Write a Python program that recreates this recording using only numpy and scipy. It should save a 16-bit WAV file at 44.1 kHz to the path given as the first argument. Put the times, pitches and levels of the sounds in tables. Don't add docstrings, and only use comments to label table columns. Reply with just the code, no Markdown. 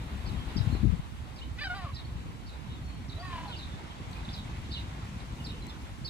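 import sys
import numpy as np
from scipy import signal
from scipy.io import wavfile
from scipy.ndimage import uniform_filter1d

SR = 44100
rng = np.random.default_rng(int(sys.argv[2]) if len(sys.argv) > 2 else 0)


def generate_wav(sig):
    pcm = np.round(np.clip(np.atleast_2d(sig).T, -1, 1) * 32767).astype(np.int16)
    wavfile.write(sys.argv[1], SR, pcm)


def boost(x):
    u = np.asarray(x, float) / 20
    return 10 ** u


N = 268789
TIME = np.arange(N) / SR

# (time [s], pitch [Hz], effort [dB])
GULL_ONSET = [(1.571, 444, -60), (1.582, 478, -52), (1.592, 503, -39), (1.599, 512, -42), (1.603, 530, -46),
              (1.612, 580, -44)]
GULL_RISE = [(1.606, 568, -41), (1.613, 584, -37.5), (1.634, 585, -35.5), (1.641, 643, -40),
             (1.646, 640, -55)]
GULL_CRY = [(1.639, 802, -36.5), (1.661, 770, -35.5), (1.666, 762, -52), (1.671, 753, -34),
            (1.68, 741, -36), (1.688, 731, -53), (1.704, 718.4, -33.5), (1.735, 721, -38),
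            (1.748, 765, -36)]
GULL_DROP = [(1.742, 380.5, -43), (1.764, 403.6, -43.5), (1.8, 375.3, -43.5), (1.817, 360, -47),
             (1.835, 356, -44), (1.856, 344, -48), (1.869, 330, -55)]
GULL_FLICK = [(1.843, 700, -50), (1.862, 588, -44), (1.886, 535, -46), (1.892, 572, -47), (1.925, 540, -58)]
GULL_OPENING = [(3.17, 600, -57), (3.19, 670, -50), (3.22, 715, -45), (3.235, 735, -56), (3.255, 750, -52),
                (3.285, 750, -57)]
GULL_MOAN = [(3.22, 378, -46), (3.236, 376, -44), (3.3, 360, -47), (3.34, 342, -43), (3.386, 330, -41),
             (3.422, 330, -49), (3.454, 333, -43.5), (3.48, 330, -55)]
GULL_SINK = [(3.425, 920, -60), (3.468, 840, -49), (3.5, 790, -53)]
GULL_CATCH = [(3.492, 514, -49), (3.503, 499, -47), (3.535, 450, -56)]
# (partial the beak is tuned to [number], treble at the start [dB],
# treble fade [dB/s], even partials [dB], rasp [0-1])
GULL_VOICES = [
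    (3.75, 7, 10, -4.5, 0.25),
    (3.05, 5.5, 40, 5.5, 0.2),
    (1.86, 8, 202, 0.5, 0.06),
    (2.8, 0, 35, 3, .07),
    (1.77, -21, 10, 5, 0.45),
    (1.05, -12, 1, 6, .2),
    (3.0, -2, 10, -10, .36),
    (0.92, -18, 1, -7, 0.22),
    (2.27, -18, 100, -3, .1),
]
# (centre [Hz], width [Hz], level [dB])
THROAT_MODES = [(1870, 147, -1), (2470, 130, -18), (2620, 130, -10.5), (3070, 870, -14), (3990, 250, -9.5),
                (4750, 150, -10.5), (5360, 200, -19)]
# (time of the falling note [s], stretch [ratio], top of the opening hook [Hz],
# hook level [dB], fall level [dB])
SPARROW_CHIRRUPS = [(.278, 1.27, 4450, -57, -58), (0.58, 0.83, 4860, -47, -52),
                    (1.377, 1.2, 4800, -63, -57.5), (1.957, 0.85, 4750, -57, -50.5),
                    (2.481, 1.1, 4450, -63, -58), (3.092, 0.75, 5100, -66, -50.5),
                    (3.494, 1.45, 4320, -67, -61), (3.581, 1.3, 4500, -58, -52),
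                    (4.335, 1.1, 4480, -65, -50), (4.73, 1.23, 4450, -52, -49),
                    (5.457, 0.9, 4690, -51.5, -49), (6.066, 1.18, 4500, -45.5, -49.5)]
# (start [s], length [s], middle
# pitch [Hz], glide [Hz], level [dB])
FLOCK_NOTES = [(.27, 0.018, 5300, -450, -59), (4.328, 0.017, 5050, -600, -51),
               (0.572, 0.013, 3230, -200, -49), (0.708, 0.05, 4220, 300, -56),
               (.735, 0.055, 4080, 330, -61), (1.409, 0.03, 2990, 262, -51),
               (2.045, 0.016, 4400, 98, -57.5), (1.925, .03, 3980, 48, -59), (3.153, 0.035, 3960, 30, -57),
               (3.19, 0.036, 4680, 230, -56), (3.512, .022, 3200, 100, -48),
               (3.514, 0.058, 2900, -900, -51), (3.478, .035, 3950, -600, -57.5),
               (3.515, .05, 3550, -250, -55), (3.9, .03, 3250, -150, -55), (3.605, 0.022, 3700, -100, -58),
               (3.472, .02, 4150, 300, -59), (3.495, 0.0252, 2600, -500, -60),
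               (3.625, 0.023, 3750, -150, -52), (3.714, 0.03, 3530, 195, -56.5),
               (4.128, 0.0089, 4000, -1700, -50.5), (4.145, 0.037, 2450, 170, -56.5),
               (5.2, .013, 3850, 650, -56.5), (4.243, 0.022, 3700, -900, -53),
               (4.288, 0.0072, 3450, 300, -44.5), (4.714, 0.022, 3680, 297, -48.5),
               (4.735, .06, 3050, -950, -49), (4.726, .025, 3950, -900, -49), (4.735, 0.04, 3700, -58, -52),
               (4.795, 0.024, 3750, 400, -61), (4.185, 0.016, 2480, -50, -57),
               (5.614, 0.032, 4050, -81, -54.5), (5.645, 0.03, 4030, 60, -62),
               (5.675, 0.023, 4250, 100, -59), (4.7, .02, 3000, 50, -59), (5.692, 0.0267, 3500, -800, -52),
               (5.69, .02, 5300, 0, -59), (5.395, .025, 2900, -300, -55)]
# (start [s], length [s],
# middle pitch [Hz], glide [Hz], level [dB])
FAR_WHISTLES = [(.345, .115, 3260, 50, -58), (2.675, .125, 3500, -30, -61.5), (2.68, .11, 3200, -30, -63),
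                (2.695, .08, 2910, -20, -67), (2.69, .09, 3790, -40, -65), (2.69, .08, 4090, -30, -69),
                (2.805, .21, 4310, 10, -63.5), (2.87, .07, 4320, 0, -72), (2.99, .06, 4300, 0, -72),
                (2.895, .05, 3070, -50, -66), (1.94, .06, 1860, 0, -62)]
# (start [s], end [s], middle pitch [Hz], level [dB])
FAR_TWITTER = [(3.48, 3.56, 3600, -59), (3.59, 3.68, 3700, -57), (4.34, 4.44, 3550, -54.5),
               (4.28, 4.34, 4500, -59), (4.73, 4.82, 3700, -53), (4.4, 4.7, 2500, -65),
               (5.3, 5.42, 2260, -66), (5.45, 5.62, 2900, -57), (5.8, 5.95, 2540, -66),
               (1.93, 2.02, 3700, -58)]
# (time [s], peak [dB], left-right difference [dB])
GRASS_TICKS = [(0.1775, -44, 12.5), (4.1074, -54, 4), (4.1135, -38, 2.5), (4.1295, -41, 6),
               (4.1364, -58, 3), (4.1832, -50, 1.5), (5.3244, -43, 2.5), (5.3844, -49, 3.0),
               (5.4715, -38, 12), (5.5194, -42, 5.5), (5.668, -35, 11), (6.0781, -41, 12)]
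# (start [s], end [s], level [dB])
GRASS_RUSTLES = [(4.1, 4.22, -70), (4.324, 4.42, -68), (5.296, 5.55, -71), (5.66, 5.733, -75),
                 (5.797, 5.86, -70), (6.052, 6.091, -67)]
# (time [s], left level [dB], right level [dB])
GUSTS_ON_PORTS = [(0.1, -36, -38.5), (0.36, -29.5, -36), (0.531, -34.5, -39), (0.6, -25.5, -35.5),
                  (0.78, -28, -35), (0.87, -19, -37), (0.94, -19.5, -39), (1.02, -60, -38),
                  (1.55, -44, -39), (1.88, -43.5, -39), (2.3, -35.5, -39.5), (2.51, -70, -39.5),
                  (2.72, -39, -37.5), (3.9, -44.5, -40), (4.4, -38.5, -39.5), (5.5, -37.5, -38.5),
                  (5.87, -49, -42), (6.08, -52, -37)]
# (frequency [Hz], level [dB per Hz])
GUST_COLOUR = [(12, -42), (20, -44), (38, -1), (53, 4.5), (138, -6.5), (210, -11.5), (369, -33), (428, -30),
               (468, -33), (700, -57), (910, -76), (1540, -120)]
# (frequency [Hz], level [dB per Hz])
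BREEZE_COLOUR = [(12, -42), (20, -22), (48, 2.5), (68, 2), (242, -10), (443, -28), (500, -25.5), (650, -41),
                 (1100, -120)]
# (time [s], likeness [0-1])
PORT_LIKENESS = [(0, 1), (1.5, 0.47), (3, 0.58), (4, 0.92), (6.09, 1)]
# (time [s], peak [dB], frequency [Hz])
EDDY_SLAPS = [(.565, -17.5, 226), (0.608, -13.5, 108), (0.675, -17.5, 139), (0.701, -19, 166),
              (0.729, -19, 227), (.752, -21.5, 302), (.835, -13.5, 190), (0.854, -14.5, 217), (.9, -14, 71),
              (.924, -17.5, 175), (0.946, -22, 120), (.957, -40, 200), (0.997, -20.5, 125)]
# (time [s], peak [dB], frequency [Hz], left-right [dB])
AIR_PUFFS = [(1.225, -27.5, 93, -1), (1.318, -30, 109, -5), (1.516, -27.5, 98, -1), (1.612, -31, 77, -12),
             (1.848, -25.5, 103, 0), (1.937, -28.5, 85, 1), (2.054, -26.5, 101, -15),
             (2.132, -29.5, 89.6, -1), (2.16, -26, 112, -1), (2.256, -31.5, 126, 1), (2.353, -31, 95, -1),
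             (2.692, -29, 106, 1), (2.818, -29.0, 107, 0.5), (2.875, -32, 120, 3), (3.016, -36, 115, 2),
             (3.094, -25.5, 108, -6), (3.166, -25.5, 85.5, -2), (3.247, -27, 105, 2),
             (3.298, -29.5, 129, -4), (3.34, -27, 84.5, -2), (3.504, -32, 120, -1), (3.579, -29.5, 85, 2),
             (3.741, -28.5, 119, 0.5), (4.08, -30, 91, 5), (4.108, -30.5, 102, 1), (4.188, -28.5, 79, 2),
             (4.228, -31, 115, 1), (4.284, -31.0, 162, 0), (4.335, -29.5, 126, 2), (4.389, -32, 97, 2),
             (4.459, -29, 103, 0), (4.494, -28.5, 101, 0), (4.534, -28, 75, 0), (4.586, -27, 85, 0),
             (4.714, -31, 73.6, 0), (4.77, -33, 110, -1), (4.837, -27.5, 100, 0), (4.925, -28, 112, 0),
             (4.975, -36, 113, -10), (5.029, -27, 106, 0), (5.127, -28, 93, 1), (5.174, -31, 95, 3),
             (5.286, -33, 103, 1), (5.414, -33.5, 140, 0), (5.445, -32, 115, 0), (5.483, -35, 111, -2),
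             (5.512, -25, 80.5, -1), (5.629, -30, 101, 2), (5.922, -32, 98, 6), (6.018, -29.0, 146, 0.5)]
# (time
# [s], level [dB])
BREEZE_LEVEL = [(0.0, 1.5), (0.71, 5), (0.98, -1), (1.49, -2), (1.75, 0.5), (1.9, -1.5), (2.15, -2),
                (3.07, -2), (3.36, 2.5), (3.51, 2), (4.0, 0.9), (4.24, 2), (5.44, 0.5), (6.0, -1.5)]
# (frequency [Hz], level [dB per Hz])
TOWN_COLOUR = [(150, -7.5), (250, -2), (455, -11.5), (636, -11), (701, -9.5), (1040, -8), (1690, -14),
               (2020, -13), (2750, -15), (3900, -17.5), (4870, -25), (7000, -52), (9100, -45),
               (15400, -120)]
# (frequency [Hz], level [dB per Hz])
ENGINE_COLOUR = [(25, -120), (50, -14), (61, 0), (72, -14), (120, -120)]
# (frequency [Hz], level [dB per Hz])
LEAF_COLOUR = [(2940, -12.5), (5000, 5), (5960, 4), (7110, 3), (8350, 0.5), (9320, -5), (10900, -5),
               (13700, -15), (15600, -20)]
# (time [s], left-right difference [dB])
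LEAF_LEAN = [(0, 14.5), (3.4, 9), (3.8, 4.5), (6.09, 8)]
# (frequency [Hz], share [ratio])
LEAN_SHARE = [(5000, 0.11), (8000, 0.86), (15000, 1.9)]

SIDE_LAG = 21


def evened(x):
    return x / np.sqrt(np.mean(x ** 2) + 1e-20)


def read(points, hz):
    f, value = np.transpose(points)
    return np.interp(np.log(hz + 1), np.log(f + 1), value)


def follow(points, t):
    s, *columns = np.transpose(points)
    return np.array([np.interp(t, s, column) for column in columns])


def add(mix, s, sound):
    part = mix[round(s * SR):][:len(sound)]
    part += sound[:len(part)]


def smooth(x, width, axis=-1):
    return uniform_filter1d(uniform_filter1d(x, width, axis=axis), width, axis=axis)


def wobble(count, span):
    return evened(smooth(rng.standard_normal(count), max(int(span), 2)))


def band_noise(count, order, low_hz, high_hz):
    band = signal.butter(order, [low_hz, high_hz], "band", fs=SR)
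    return signal.lfilter(*band, rng.standard_normal(count))


def sides(pan_db):
    return boost(np.array([pan_db / 2, -pan_db / 2]))


def register(rows, beak_partial, bright_db, fade, even_db, rasp):
    dullest_db, rasp_grows_s = -18, 0.16
    throb_hz, throb_crest_s, haze_db = 39, 3.36, -7.5
    start = rows[0][0]
    t = np.arange(start, rows[-1][0], 1 / SR)
    hz, effort_db = follow(rows, t)
    rasp = rasp * np.minimum(0.35 + (t - start) / rasp_grows_s, 1)
    jitter = (0.002 + 0.035 * rasp) * wobble(len(t), 150)
    turns = np.cumsum(hz * (1 + jitter)) / SR

    k = np.arange(1, 15)[:, None]
    partial_hz = k * hz
    beak = 1 / (1 + ((partial_hz - beak_partial * hz) / 260) ** 2)
    windpipe = boost(-11.5) * np.exp(-((partial_hz - 740) / 170) ** 2)
    throat = sum(boost(db) / (1 + (2 * (partial_hz - f) / width) ** 2) for f, width, db in THROAT_MODES)
    treble = boost(np.maximum(bright_db - fade * (t - start), dullest_db)) * throat
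    weight = beak * (partial_hz > 480) + windpipe + treble
    weight = weight * boost(np.where(k % 2, 0, even_db))
    weight = weight / np.sqrt((weight ** 2).sum(0) / 2)
    stack = (weight * np.sin(2 * np.pi * (k * turns + rng.random((14, 1))))).sum(0)

    beats = 0.6 * np.sin(2 * np.pi * 92 * t)
    beats = beats + 1.7 * np.cos(2 * np.pi * throb_hz * (t - throb_crest_s))
    flutter = 1 + rasp * (beats + 0.9 * wobble(len(t), 100))
    breath = evened(band_noise(len(t), 3, 1300, 3400))
    voice = stack * flutter + boost(haze_db) * np.clip(2 * rasp, 0, 1) * breath
    return start, boost(effort_db) * voice * signal.windows.tukey(len(t), 0.12)


def gull_calls():
    out = np.zeros(N)
    registers = (GULL_ONSET, GULL_RISE, GULL_CRY, GULL_DROP, GULL_FLICK,
                 GULL_OPENING, GULL_MOAN, GULL_SINK, GULL_CATCH)
    for rows, voice in zip(registers, GULL_VOICES):
        add(out, *register(rows, *voice))
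    return out


def chirp(s, length, from_hz, middle_hz, to_hz, db, upper_db=-11):
    u = np.linspace(-1, 1, round(length * SR))
    hz = middle_hz + (to_hz - from_hz) / 2 * u + ((to_hz + from_hz) / 2 - middle_hz) * u ** 2
    travel_hz = abs(middle_hz - from_hz) + abs(to_hz - middle_hz)
    haste = np.clip(travel_hz / length / 13500, 0.15, 1)
    burr, upper, swell = (wobble(N // 20, span)[:len(u)] for span in (70, 90, 110))
    tone = np.sin(2 * np.pi * np.cumsum(hz * (1 + 0.016 * haste * burr)) / SR)
    second = np.sin(2 * np.pi * np.cumsum(hz + 430 + 120 * upper) / SR)
    tone = tone + haste * boost(upper_db + 1.3 * upper) * second
    return s, boost(db + 6 + 1.5 * haste * swell) * tone * signal.windows.tukey(len(u), 0.7)


def chirrup(s, stretch, top_hz, hook_db, fall_db):
    hook_s, slash_s, fall_s, tail_s = 0.028 * stretch, 0.016 * stretch, 0.024 * stretch, 0.036 * stretch
    hook = (s - 0.73 * hook_s, hook_s, 0.93 * top_hz, top_hz, 0.98 * top_hz, hook_db, -1)
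    slash = (s - 0.6 * slash_s, slash_s, 5300, 5050, 4650, fall_db - 11, -12)
    fall = (s, fall_s, 4500, 3880, 4000, fall_db, -4)
    tail = (s + 0.029 * stretch, tail_s, 3980, 3830, 3620, fall_db - 4, -12)
    return hook, slash, fall, tail


def twitter():
    out = np.zeros(N)
    bodies = [(s - 0.01, s + 0.079 * stretch, 3900, db - 8) for s, stretch, _, _, db in SPARROW_CHIRRUPS]
    for start, end, hz, db in FAR_TWITTER + bodies:
        count = round((end - start) * SR)
        band = band_noise(N // 10, 2, hz * 0.864, hz * 1.09)
        lumps = boost(4 * wobble(N // 10, 120))
        grain = evened((band * lumps)[:count])
        add(out, start, boost(db) * grain * signal.windows.tukey(count, 0.6))
    return out


def sparrow_flock():
    out = twitter()
    for row in SPARROW_CHIRRUPS:
        for note in chirrup(*row):
            add(out, *chirp(*note))
    for s, length, hz, glide, db in FLOCK_NOTES + FAR_WHISTLES:
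        add(out, *chirp(s, length, hz - glide / 2, hz, hz + glide / 2, db))
    return out


def trees(x, t60, wet_db, lag):
    size = SR // 3
    taps = np.zeros((2, size))
    at = np.arange(200, size - 40, 40) + rng.integers(0, 40, (2, (size - 201) // 40))
    np.put_along_axis(taps, at, rng.choice([-1., 1.], at.shape), 1)
    taps = taps * boost(-60 * np.arange(size) / SR / t60)
    tail = signal.fftconvolve(x[None], taps / np.linalg.norm(taps[0]), axes=1)[:, :N]
    return np.array([x, np.roll(x, lag)]) + boost(wet_db) * tail


def grass():
    out, t = np.zeros((2, N)), np.arange(600) / SR
    for s, db, pan_db in GRASS_TICKS:
        snap = band_noise(len(t), 2, 2800, 12500) * boost(-60 * t / 0.0047)
        ring = 0.5 * np.sin(2 * np.pi * 7870 * t) * boost(-60 * t / 0.02)
        for port in range(2):
            add(out[port], s, (snap + ring) * boost(db - 9) * sides(pan_db)[port])
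    crackle = rng.random((2, N)) < 2500 / SR
    sizes_db = 2.5 * np.minimum(rng.exponential(1, (2, N)), 3)
    swarm = crackle * rng.standard_normal((2, N)) * boost(sizes_db)
    swarm = evened(signal.lfilter(*signal.butter(1, [8500, 14000], "band", fs=SR), swarm))
    stir = np.zeros(N)
    for start, end, db in GRASS_RUSTLES:
        stir += boost(db) * np.exp(-(2 * (2 * TIME - start - end) / (end - start)) ** 2 / 2)
    return out + swarm * stir * sides(8.9)[:, None]


def noise(spectrum, same, patchy_db, size, lean_db=None):
    hop, hz = size // 4, np.fft.rfftfreq(size, 1 / SR)
    a, b, c, d, patches = rng.standard_normal((N // hop + 5, len(hz), 5)).T
    patches = uniform_filter1d(uniform_filter1d(patches, size=10, axis=0), size=10, axis=1)
    patches = evened(patches)
    aside = np.clip((hz - 600) / 700, 0, 1)
    late = np.exp(-2j * np.pi * hz * aside * SIDE_LAG / SR)[:, None]
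    left = a + 1j * b
    right = same * late * left + np.sqrt(1 - same ** 2) * (c + 1j * d)
    z = np.array([left, right]) * boost(read(spectrum, hz)[:, None] + patchy_db * patches)
    scale = np.sqrt(np.mean(abs(z) ** 2))
    if lean_db is not None:
        lean_now = np.interp(np.arange(z.shape[2]) * hop, np.arange(N), lean_db)
        z = z * sides(read(LEAN_SHARE, hz)[:, None] * lean_now)
    return signal.istft(z / scale, nperseg=size, noverlap=size - hop)[1][:, :N] / np.sqrt(size)


def wind():
    level_db = follow(GUSTS_ON_PORTS, TIME)
    hard = np.clip((level_db + 37) / 8, 0, 1)
    calm_air = evened(noise(BREEZE_COLOUR, 0, 1.8, size=2048))
    gust_air = evened(noise(GUST_COLOUR, 0, 1.5, size=2048))
    eddies = np.sqrt(1 - hard) * calm_air + np.sqrt(hard) * gust_air
    own_lumps = np.array([wobble(N, 500), wobble(N, 340)])
    eddies = eddies * boost(2.47 * own_lumps + 2.0 * wobble(N, 970))
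    alike = follow(PORT_LIKENESS, TIME)[0]
    ports = np.array([eddies[0], alike * eddies[0] + np.sqrt(1 - alike ** 2) * eddies[1]])
    ports = ports / np.sqrt(smooth(ports ** 2, 5000, axis=1))
    return boost(level_db + 0.8 - 2.5 * (1 - hard)) * ports


def slaps():
    out = np.zeros((2, N))
    for s, db, hz in EDDY_SLAPS:
        u = np.arange(-600, 600) / SR * hz
        add(out[0], s - 600 / SR, boost(db) * np.cos(2 * np.pi * u - 0.6) * np.exp(-(u / 0.61) ** 2))
    for s, db, hz, pan_db in AIR_PUFFS:
        u = np.arange(-900, 900) / SR * hz
        swing = rng.random()
        puff = boost(db - 1.5) * np.cos(2 * np.pi * (u + swing)) * np.exp(-(u / 0.56) ** 2)
        for port in range(2):
            add(out[port], s - 900 / SR, puff * min(sides(2 * pan_db)[port], 1))
    return out


def surroundings():
    hum_db, engine_db, leaves_db = -49, -46, -64.5
    breeze_db = follow(BREEZE_LEVEL, TIME)[0]
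    flicker_db = 0.7 * wobble(N, 1500)
    hum = evened(noise(TOWN_COLOUR, 0.33, 1.0, size=1024)) * boost(hum_db + breeze_db + flicker_db)
    engine = evened(noise(ENGINE_COLOUR, 0.37, 1.3, size=4096)) * boost(engine_db)
    leaves = evened(noise(LEAF_COLOUR, 0.043, 0.85, size=512, lean_db=follow(LEAF_LEAN, TIME)[0]))
    hiss_db = leaves_db + 0.76 * breeze_db + 0.68 * TIME + 0.38 * wobble(N, 600)
    return hum + engine + leaves * boost(hiss_db)


def scene():
    near = trees(gull_calls(), t60=0.15, wet_db=-11, lag=-3)
    far = trees(sparrow_flock(), t60=0.22, wet_db=-5, lag=SIDE_LAG) * sides(-2.5)[:, None]
    return near + far + grass() + wind() + slaps() + surroundings()


def band_limit(x):
    return signal.sosfilt(signal.butter(12, 15790, fs=SR, output="sos"), x)


def record(dry):
    heard = signal.lfilter(*signal.butter(2, 38, "high", fs=SR), dry)
    treble_edge = signal.firwin(511, 15800, window=("kaiser", 9), fs=SR)
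    heard = signal.oaconvolve(heard, treble_edge[None], "same")
    ceiling = 0.38
    mix = ceiling * np.tanh(heard / ceiling)
    return band_limit(mix)


dry = scene()
out = record(dry)
generate_wav(out)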